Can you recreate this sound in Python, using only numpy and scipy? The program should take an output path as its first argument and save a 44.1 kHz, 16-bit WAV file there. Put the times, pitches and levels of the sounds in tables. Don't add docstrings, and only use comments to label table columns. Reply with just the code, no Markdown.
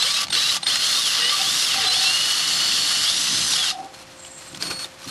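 import sys
import numpy as np
from scipy import signal
from scipy.fft import rfft, irfft
from scipy.io import wavfile
from scipy.ndimage import uniform_filter1d

SR = 44100
rng = np.random.default_rng(int(sys.argv[2]) if len(sys.argv) > 2 else 0)


def volts_from_db(level):
    exponent = np.asarray(level, float) / 20
    return 10 ** exponent


def dump_mix(stems):
    frames = np.atleast_2d(stems).T
    limited = np.clip(frames, -1, 1)
    pcm = np.round(limited * 32767).astype(np.int16)
    wavfile.write(sys.argv[1], SR, pcm)


N = 225023
TIME = np.arange(N) / SR
TEETH = 10
CRUISE_HZ = 1540


def unit(x):
    return x / np.sqrt(np.mean(x ** 2))


def colour(x, points):
    hz, db = np.transpose(points)
    bins_hz = np.fft.rfftfreq(N, 1 / SR)
    gain_db = np.interp(np.log(bins_hz + 1), np.log(hz), db)
    return irfft(rfft(x) * volts_from_db(gain_db), N)


def band(x, lo_hz, hi_hz):
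    return signal.sosfilt(signal.butter(4, [lo_hz, hi_hz], "band", fs=SR, output="sos"), x)


def resonate(x, modes):
    return sum(volts_from_db(db) * signal.lfilter(*signal.iirpeak(hz, hz / width, SR), x) for hz, width, db in modes)


def walk(rate_hz):
    hold = int(SR / rate_hz)
    held = np.repeat(rng.standard_normal(N // hold + 1), hold)
    smooth = uniform_filter1d(uniform_filter1d(held, hold), hold)
    return unit(smooth[:N])


def gate(on, off, ramp):
    return np.clip(np.minimum(TIME - on, off - TIME) / ramp, 0, 1)


def grit(scatter_db):
    size_db = scatter_db * np.minimum(rng.exponential(size=N), 5)
    return unit(rng.standard_normal(N) * volts_from_db(size_db))


def tone(hz, wobble=0):
    return np.sqrt(2) * np.sin(2 * np.pi * hz * TIME + wobble)


def swells(rows, rise_db_s, fall_db_s, rest_db):
    out = np.full(N, 1. * rest_db)
    for on, off, db in rows:
        climb_db = rise_db_s * np.maximum(on - TIME, 0)
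        fall_db = fall_db_s * np.maximum(TIME - off, 0)
        out = np.maximum(out, db - climb_db - fall_db)
    return out


def steps(times, values, slew_s):
    index = np.maximum(np.searchsorted(times, TIME) - 1, 0)
    return uniform_filter1d(np.asarray(values, float)[index], int(slew_s * SR))


def motor():
    # start_s, goal_hz (tooth rate the motor heads for), lag_s
    trigger = [(.02, 1390, 0.08), (.22, 0, 0.18), (.344, 1640, 0.083), (.561, 0, 0.1), (.664, 1600, .07),
               (.8, 2000, .14), (1.012, -1500, 0.61), (1.212, 1090, .15), (1.298, 1700.5, 0.18),
               (1.41, 2020, 0.087), (1.617, -1500, .63), (1.765, 499.5, .115), (1.88, 1490.5, 0.112),
               (2.33, 1472, 0.045), (3.03, 2085, 0.118), (3.465, -1, 0.75), (3.665, -1, .2)]
    # start_s, end_s, load_db
    bites = [(.085, .095, 9.5), (.165, .185, 6.5), (.365, .375, 7), (.42, .465, 5), (.54, .57, -2),
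             (.75, .78, -1), (.79, .86, -2), (.87, .89, 4), (.89, .93, 2), (.93, 1.03, 6.5),
             (1.03, 1.09, 5), (1.1, 1.125, 4.5), (1.22, 1.3, 9.5), (1.4, 1.425, 5), (1.48, 1.5, 8.5),
             (1.535, 1.555, 3), (1.66, 1.71, 2), (1.71, 1.755, 7), (1.81, 1.84, 3), (1.915, 1.935, 4),
             (2.045, 2.22, 9), (2.22, 2.34, 5), (2.4, 2.55, -1), (2.6, 2.66, 3), (2.9, 3.0, 0.5),
             (3.055, 3.058, 9), (3.085, 3.095, 10), (3.12, 3.13, 7), (3.165, 3.172, 5), (3.3, 3.31, 2.5),
             (3.36, 3.38, 3), (3.42, 3.44, 4), (3.53, 3.54, 8), (3.59, 3.635, 6), (3.67, 3.695, 3.5)]
    # start_s, end_s, load_db
    strains = [(.055, .088, 7), (.135, .17, 3), (.372, .386, 7), (.408, .415, 1), (.703, .722, 7),
               (.73, .755, 1), (.84, .87, -5), (1.165, 1.205, 4), (1.2, 1.33, 4.5), (1.56, 1.645, 7.5),
               (1.71, 1.76, -6), (1.79, 1.85, 7.5), (1.92, 1.965, 8.5), (1.965, 2.02, 3),
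               (2.025, 2.08, 7.5), (2.08, 2.17, -2), (2.17, 2.3, -0.5), (2.35, 2.5, -1), (2.5, 3.04, 5.5),
               (3.08, 3.1, 1), (3.13, 3.3, 3), (3.32, 3.45, 4.5), (3.47, 3.54, 6), (3.67, 3.71, 4)]
    start_hz, finger_s = 800, 0.025
    tooth_hz = np.full(N, 1. * start_hz)
    for s, goal_hz, lag_s in trigger:
        i = int(s * SR)
        tooth_hz[i:] = goal_hz + (tooth_hz[i] - goal_hz) * np.exp(-(TIME[i:] - TIME[i]) / lag_s)
    load_db_s, unload_db_s = 550, 500
    bite_db = swells(bites, load_db_s, unload_db_s, -7) + walk(14)
    strain_db = swells(strains, load_db_s, unload_db_s, -9) + walk(14)
    return uniform_filter1d(tooth_hz, int(finger_s * SR)), bite_db, strain_db


def rattle(tooth_hz, turns):
    # start_s, end_s, level_db
    power = [(-.1, 0.22, -21.5), (.23, 0.24, -22.5), (.301, 0.31, -33), (.31, 0.24, -38),
             (.327, 0.57, -21.5), (.566, 0.64, -41), (.629, 0.61, -15), (.64, 0.65, -35.5),
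             (.665, 0.77, -21.5), (.76, 0.82, -24.5), (.81, 1.884, -21), (1.9, 3.116, -21),
             (3.1, 3.54, -22), (3.5, 3.57, -20)]
    # start_s, end_s, level_db
    rundown = (3.575, 3.706, -22.5)
    # pitch_hz, width_hz, level_db
    housing = [(1990, 150, -11), (2790, 220, -0.5), (3620, 280, -3), (4320, 230, -1), (4996, 80, 0),
               (7000, 57, -19), (8700, 25.86, -31), (10010, 210, -16.5)]
    # pitch_hz, level_db (per Hz)
    body_colour = [(150, -47), (250, -14.5), (531, -12.5), (773, -14), (957, -18), (1160, -8.5),
                   (2000, -9.5), (2240, -11.5), (2820, -3), (4380, -2.5), (9160, -17.5), (10300, -16),
                   (12500, -23), (16200, -54), (22000, -120)]
    engage_db_s, idle_db = 2500, -44.5
    octaves = np.log2(tooth_hz / CRUISE_HZ)
    powered_db = swells(power, engage_db_s, 902, idle_db)
    dying_db = swells([rundown], engage_db_s, 420, idle_db)
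    level_db = np.maximum(powered_db, dying_db) - 0.5 * np.maximum(octaves, -1)
    mids_db = -9 - 1.5 * octaves
    treble_db = -5 + 4 * octaves
    throb = 1 + 0.027 * np.cos(2 * np.pi * turns)
    hits = grit(2.65) * throb * volts_from_db(0.74 * walk(120))
    knocks = sum(resonate((rng.random(N) < 400 / SR) * grit(1.8), [mode]) for mode in housing)
    body = unit(colour(hits, body_colour)) + volts_from_db(-4.5) * unit(knocks)
    parts = ((2816.0, 5800.0, -0.5), (860.0, 2350.0, mids_db), (6200., 15000.0, treble_db),
             (357.0, 803.0, -24.0))
    out = 0
    for lo, hi, db in parts:
        out = out + volts_from_db(db - 2.5 + 0.47 * walk(24.87)) * unit(band(body, lo, hi))
    return out * volts_from_db(level_db) * gate(-1, 3.8, 0.04), level_db


def whine(tooth_hz, turns, bite_db, strain_db):
    multiples = [(.5, -47.5), (2, -28), (2.5, -42.5), (3, -28), (4, -35.5), (5, -35)]
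    # pitch_hz, level_db
    radiation = [(300, 7), (480, 1), (700, -10.5), (1900, -12), (2200, -12.5), (2550, -10.5), (2750, -3.5),
                 (3200, -2), (3800, -3.5), (4400, -5), (5200, -3), (6000, -9), (8200, -4.5), (10300, -13),
                 (12000, -30)]
    hz, radiated_db = np.transpose(radiation)
    speed = tooth_hz / CRUISE_HZ
    throb = 1 + 0.19 * np.cos(2 * np.pi * turns)
    out = 0
    for k, db in multiples:
        outlet_db = np.interp(np.log(k * tooth_hz), np.log(hz), radiated_db)
        load_db = bite_db if k == 2 else strain_db
        phase = 2 * np.pi * k * TEETH * turns + .42 * (speed + .2) * walk(100)
        if k == 2:
            roughness = 2.5 * np.clip(speed - 1, 0, .3) + .7 * gate(2.34, 3.5, .03)
            phase = phase + roughness * walk(350)
        waver_db = 1.2 * walk(35) + 1.6 * walk(110)
        out = out + volts_from_db(db + outlet_db + load_db + waver_db) * throb * np.sin(phase)
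    return out


def whistle():
    # start_s, end_s, pitch_hz, level_db, octave_db
    switching = [(-.05, 0.03, 3960, -25.5, -35), (0.02, 0.045, 4300, -25, -35),
                 (0.048, 0.166, 4180, -36, -39), (0.3, 0.331, 4350, -41, -35),
                 (0.327, 0.354, 4280, -27, -32), (0.364, 0.514, 3920, -24, -50),
                 (0.627, 0.667, 4350, -47, -34), (0.667, 0.697, 4300, -24, -32),
                 (0.695, .708, 4380, -30, -35), (0.71, 0.798, 4210, -26.5, -50),
                 (0.798, 1, 4270, -29.5, -50), (1.21, 1.288, 4330, -43, -36),
                 (1.288, 1.41, 4320, -30.5, -44), (1.856, 1.919, 4050, -24, -35),
                 (1.915, 2.182, 4317, -28, -40.5), (2.186, 2.5, 4325, -32, -43),
                 (2.5, 3.04, 4325, -31, -43), (4.606, 4.85, 4376, -34.5, -41.5)]
    out = 0
    for on, off, hz, db, octave_db in switching:
        settle_s = .05 * .003 * np.exp(-np.abs(TIME - on) / .003)
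        phase = 2 * np.pi * hz * (TIME + settle_s) + .15 * walk(60)
        voice = volts_from_db(db) * np.sin(phase) + volts_from_db(octave_db) * np.sin(2 * phase)
        out = out + gate(on, off, .003) * volts_from_db(1.2 * walk(120)) * np.sqrt(2) * voice
    return out


def chatter():
    # start_s, end_s, pitch_hz, level_db
    grabs = [(1.396, 1.425, 769, -32.5), (1.426, 1.466, 773, -39), (1.754, 1.775, 780, -36),
             (1.778, 1.799, 776, -30), (1.8, 1.822, 772, -37), (1.844, 1.854, 760, -33),
             (1.86, 1.88, 753, -32), (1.886, 1.898, 753, -33), (1.905, 1.918, 753, -33.5),
             (1.945, 1.955, 748, -39), (1.962, 1.972, 750, -35), (1.978, 1.99, 750, -37),
             (2.003, 2.048, 768, -36), (2.058, 2.075, 760, -37), (2.077, 2.114, 758, -39),
             (3.574, 3.617, 750, -44), (3.675, 3.723, 752, -48), (3.724, 3.748, 756, -35.5),
             (3.749, 3.766, 750, -33), (3.766, 3.778, 750, -37.5), (3.783, 3.817, 763, -30.5),
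             (3.828, 3.873, 770, -39.5), (3.88, 3.913, 780, -46), (3.933, 3.963, 772, -50)]
    waver = 0.49 * walk(50)
    out = sum(gate(on - .001, off + 0.003, 0.0047) * volts_from_db(db) * tone(hz, waver) for on, off, hz, db in grabs)
    return out * volts_from_db(1.4 * walk(90))


def clicks():
    # start_s, peak level_db, ring pitch_hz, crack share (0 to 1)
    switch = [(.232, -15, 3020, 1), (.269, -19, 4250, 0.59), (.283, -18, 3960, 0.83),
              (.304, -13, 3700, 0.37), (.566, -9.5, 5060, 0.85), (.573, -12.5, 3460, 0.65),
              (.608, -27, 3453, 0.66), (.631, -11.5, 4080, .45), (.634, -18.5, 3600, 0.345),
              (3.701, -26, 3900, 0.31), (3.712, -23, 1240, 0.27), (3.642, -24, 1554, 0.21)]
    catches = [(.026, -4, 3580, 0.41), (.328, -9.5, 3620, 0.27), (.668, -7, 3620, 0.22),
               (1.22, -16, 3645, .1), (1.295, -12, 3620, 0.1), (1.415, -7, 3625, 0.34),
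               (1.87, -12, 3470, 0.14), (3.535, -5.5, 3780, 0.36), (3.555, -15, 3020, 0.88),
               (3.5984, -14, 3900, 0.59), (1.247, -17, 3850, .2), (1.744, -12, 1313, 0.61),
               (1.7734, -12, 4350, .4), (1.982, -17, 3467, 0.14), (3.628, -12, 3002, 0.83),
               (3.641, -10, 4300, 0.73), (3.664, -13, 3650, 0.22)]
    snaps = [
        (.351, -5, 3400, 0.6),
        (.7572, -4.5, 2880, 0.74),
        (.7575, -10, 1940, 0.507),
        (4.6243, -7, 4800, 0.6),
    ]
    ticks = [(3.946, -29, 4280, 0.57), (4.249, -24.5, 3000, 0.63), (4.395, -41, 2800, 0.8),
             (4.547, -21, 3280, 0.79), (4.55, -29, 1700, 0.57), (3.8034, -30.5, 2000, 1),
             (3.845, -34, 5000, .9), (4.193, -35, 4500, 0.72), (4.573, -20.5, 6200, 0.87),
             (4.609, -29, 5450, .7), (4.667, -24, 3670, 0.45), (4.711, -16, 2470, 0.51),
             (4.792, -20, 3700, 0.97), (4.824, -30, 7000, 0.9), (4.844, -17, 3630, 0.34),
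             (5.043, -26, 5800, 0.3), (4.266, -33, 3384, .6), (4.28, -35, 4300, 0.55),
             (4.529, -29, 4000, 0.8), (4.712, -22, 1470, 0.21), (4.886, -35, 3000, .8),
             (4.92, -36, 3000, .8), (5.046, -35, 1180, 0.094)]
    # clicks, seconds to fade by 60 dB, thud dB
    kinds = [(switch, 0.019, -15), (catches, 0.018, -22.5), (snaps, 0.022, -48), (ticks, 0.024, -21)]
    out, t = np.zeros(N + 4096), np.arange(4096) / SR
    for rows, fade_s, thud_db in kinds:
        for s, db, hz, crack in rows:
            rise_s = 0.00037 + 0.00464 * (1 - np.clip(crack, 0, 1)) ** 2
            attack = np.minimum(t / rise_s, 1) ** 2
            decay = np.exp(-np.log(1000) * np.maximum(t - rise_s, 0) / fade_s)
            ring = (1 - crack) * np.sin(2 * np.pi * hz * t)
            snap = 0.79 * crack * band(rng.standard_normal(4096), 1150.0, 7600.0)
            thud = volts_from_db(thud_db) * np.sin(2 * np.pi * 830 * t)
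            start = int((s - 0.6 * rise_s) * SR)
            out[start:start + 4096] += volts_from_db(db) * attack * decay * (ring + snap + thud)
    return out[:N]


def hands():
    # start_s, end_s, scrape level_db, bass_db (relative)
    strokes = [(3.76, 3.858, -48, 5), (3.944, 4.025, -44.5, -9), (4.254, 4.28, -49, -6),
               (4.38, 4.427, -44, -9), (4.43, 4.533, -46, -8), (4.547, 4.553, -40, -20),
               (4.612, 4.618, -35.5, -8), (4.633, 4.681, -32, -8.5), (4.704, 4.716, -29.5, -3),
               (4.742, 4.763, -40, -9), (4.798, 4.835, -34, -13.5), (4.86, 4.914, -48.5, -4),
               (4.993, 5.03, -43.5, -12), (5.033, 5.056, -38, -20), (5.079, 5.2, -35, -15)]
    # pitch_hz, level_db (per Hz)
    scrape_colour = [(150, -35), (250, -4), (749, -6), (839, -11), (1440, -7.5), (2100, -12.5),
                     (4310, -2.5), (12500, -15), (16200, -45), (22000, -120)]
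    # start_s, end_s, level_db
    rubs = [
        (4.195, 4.235, -43.5),
        (4.248, 4.285, -41),
        (4.3, 4.395, -40),
        (4.41, 4.435, -51),
        (4.452, 4.53, -44),
    ]
    # pitch_hz, width_hz, level_db
    squeak_modes = [(7200, 400, -5), (7580, 270, 3), (8100, 320, -6), (8180, 220, -3)]
    on, off, db, bass_db = np.transpose(strokes)
    level_db = swells(zip(on, off, db), 701, 350, -53)
    bass_db = steps([0, *(on - .01)], [1, *bass_db], 0.031)
    scrape = colour(grit(3.11) * volts_from_db(2.0 * walk(60)), scrape_colour)
    out = unit(band(scrape, 2130.0, 14000.0))
    out = out + volts_from_db(-6) * unit(band(scrape, 1090.0, 2520.0))
    out = out + volts_from_db(bass_db) * unit(band(scrape, 283.0, 1090.0))
    sheet_mode = [(4300, 270, 0)]
    out = out + volts_from_db(-13.5) * unit(resonate(resonate(scrape, sheet_mode), sheet_mode))
    squeak = unit(resonate(resonate(grit(3.6), squeak_modes), squeak_modes))
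    squeak_db = swells(rubs, 550, 300, -90) - 3.0 + 2.5 * walk(90)
    return volts_from_db(level_db) * gate(3.76, 6, 0.015) * out + squeak * volts_from_db(squeak_db)


def bench():
    # start_s, end_s, level_db
    block = [
        (-.1, .01, -35),
        (.12, .13, -34),
        (.205, .235, -32),
        (.36, .38, -38),
        (.565, .58, -32.5),
        (.95, 1., -38.5),
        (1.15, 1.19, -40),
        (1.33, 1.35, -32.5),
        (1.42, 1.5, -44),
    ]
    # start_s, end_s, rumble level_db
    shoves = [(0.288, 0.328, -44), (.66, 0.695, -46.5), (0.838, 1., -48.5), (1.474, 1.544, -45),
              (2.405, 2.98, -46.5), (3.12, 3.29, -44.5), (3.29, 3.445, -41), (3.643, 3.844, -51.5),
              (1.72, 1.779, -44.5), (4.53, 4.722, -44.5), (5.068, 5.2, -42)]
    # pitch_hz, width_hz, level_db
    bench_modes = [(172.5, 33, 0.5), (275, 70, -0.5), (200, 350, -1.5)]
    run_db = -50
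    ring = volts_from_db(3.5 * walk(70.3)) * tone(1162, 1.5 * walk(44.63)) * gate(-1, 1.9, .1)
    ring = ring * volts_from_db(swells(block, 450, 550, -58))
    level_db = swells([(-.1, 3.55, run_db), *shoves], 800, 70, -57)
    rumble = volts_from_db(level_db) * unit(resonate(band(rng.standard_normal(N), 111.0, 335.0), bench_modes))
    low_db = -53 + 0.56 * (level_db - run_db) + 2.2 * walk(9)
    low = volts_from_db(low_db) * unit(band(rng.standard_normal(N), 60.0, 174.0))
    deepest = volts_from_db(-70.5 + 2.2 * walk(4.6)) * unit(band(rng.standard_normal(N), 22., 44.0))
    return ring + rumble + low + deepest


def room():
    # pitch_hz, level_db (per Hz)
    air_colour = [(200, -30), (330, -22), (600, -1), (1750, -5), (3000, -7.5), (7000, -14), (12500, -25),
                  (22000, -90)]
    # pitch_hz, level_db
    hum_tones = [(352, -60), (527.8, -53.5)]
    hum = sum(volts_from_db(db + .7 * walk(15)) * tone(hz) for hz, db in hum_tones)
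    hum = hum * volts_from_db(-7 * gate(-1, 3.85, .15))
    return volts_from_db(-47) * unit(colour(rng.standard_normal(N), air_colour)) + hum


def scene():
    tooth_hz, bite_db, strain_db = motor()
    turns = np.cumsum(tooth_hz) / SR / TEETH
    gears, gears_db = rattle(tooth_hz, turns)
    running = np.clip(volts_from_db(gears_db + 25), 0, 1) * gate(-1, 3.73, .02)
    drill = gears + running * whine(tooth_hz, turns, bite_db, strain_db) + whistle()
    near = drill + chatter() + clicks() + hands() + bench()
    fade_s = 0.068
    tail = rng.standard_normal(8192) * np.exp(-np.log(1000) * np.arange(8192) / SR / fade_s)
    reflections = volts_from_db(-43.0) * signal.fftconvolve(near, tail)[:N]
    return (near + reflections + room())[None]


def low_pass(x):
    return signal.sosfilt(signal.butter(12, 12760, fs=SR, output="sos"), x)


def record(dry):
    # time_s, edge_hz
    treble_edge = [(0, 12650), (1.5, 12550), (1.9, 12200), (2.6, 12250), (3.1, 11900), (3.7, 11850),
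                   (4.2, 12300), (4.6, 12600), (5.1, 12600)]
    rounded = .9 * np.tanh(dry / .9)
    hz, s, spectrum = signal.stft(rounded, SR, nperseg=1024)
    edge_hz = np.interp(s, *np.transpose(treble_edge))
    cut_db = np.clip((hz[:, None] - edge_hz) / 3.4, 0, 70)
    mix = signal.istft(spectrum * volts_from_db(-cut_db), SR)[1][:, :N]
    return low_pass(mix)


dry = scene()
out = record(dry)
dump_mix(out)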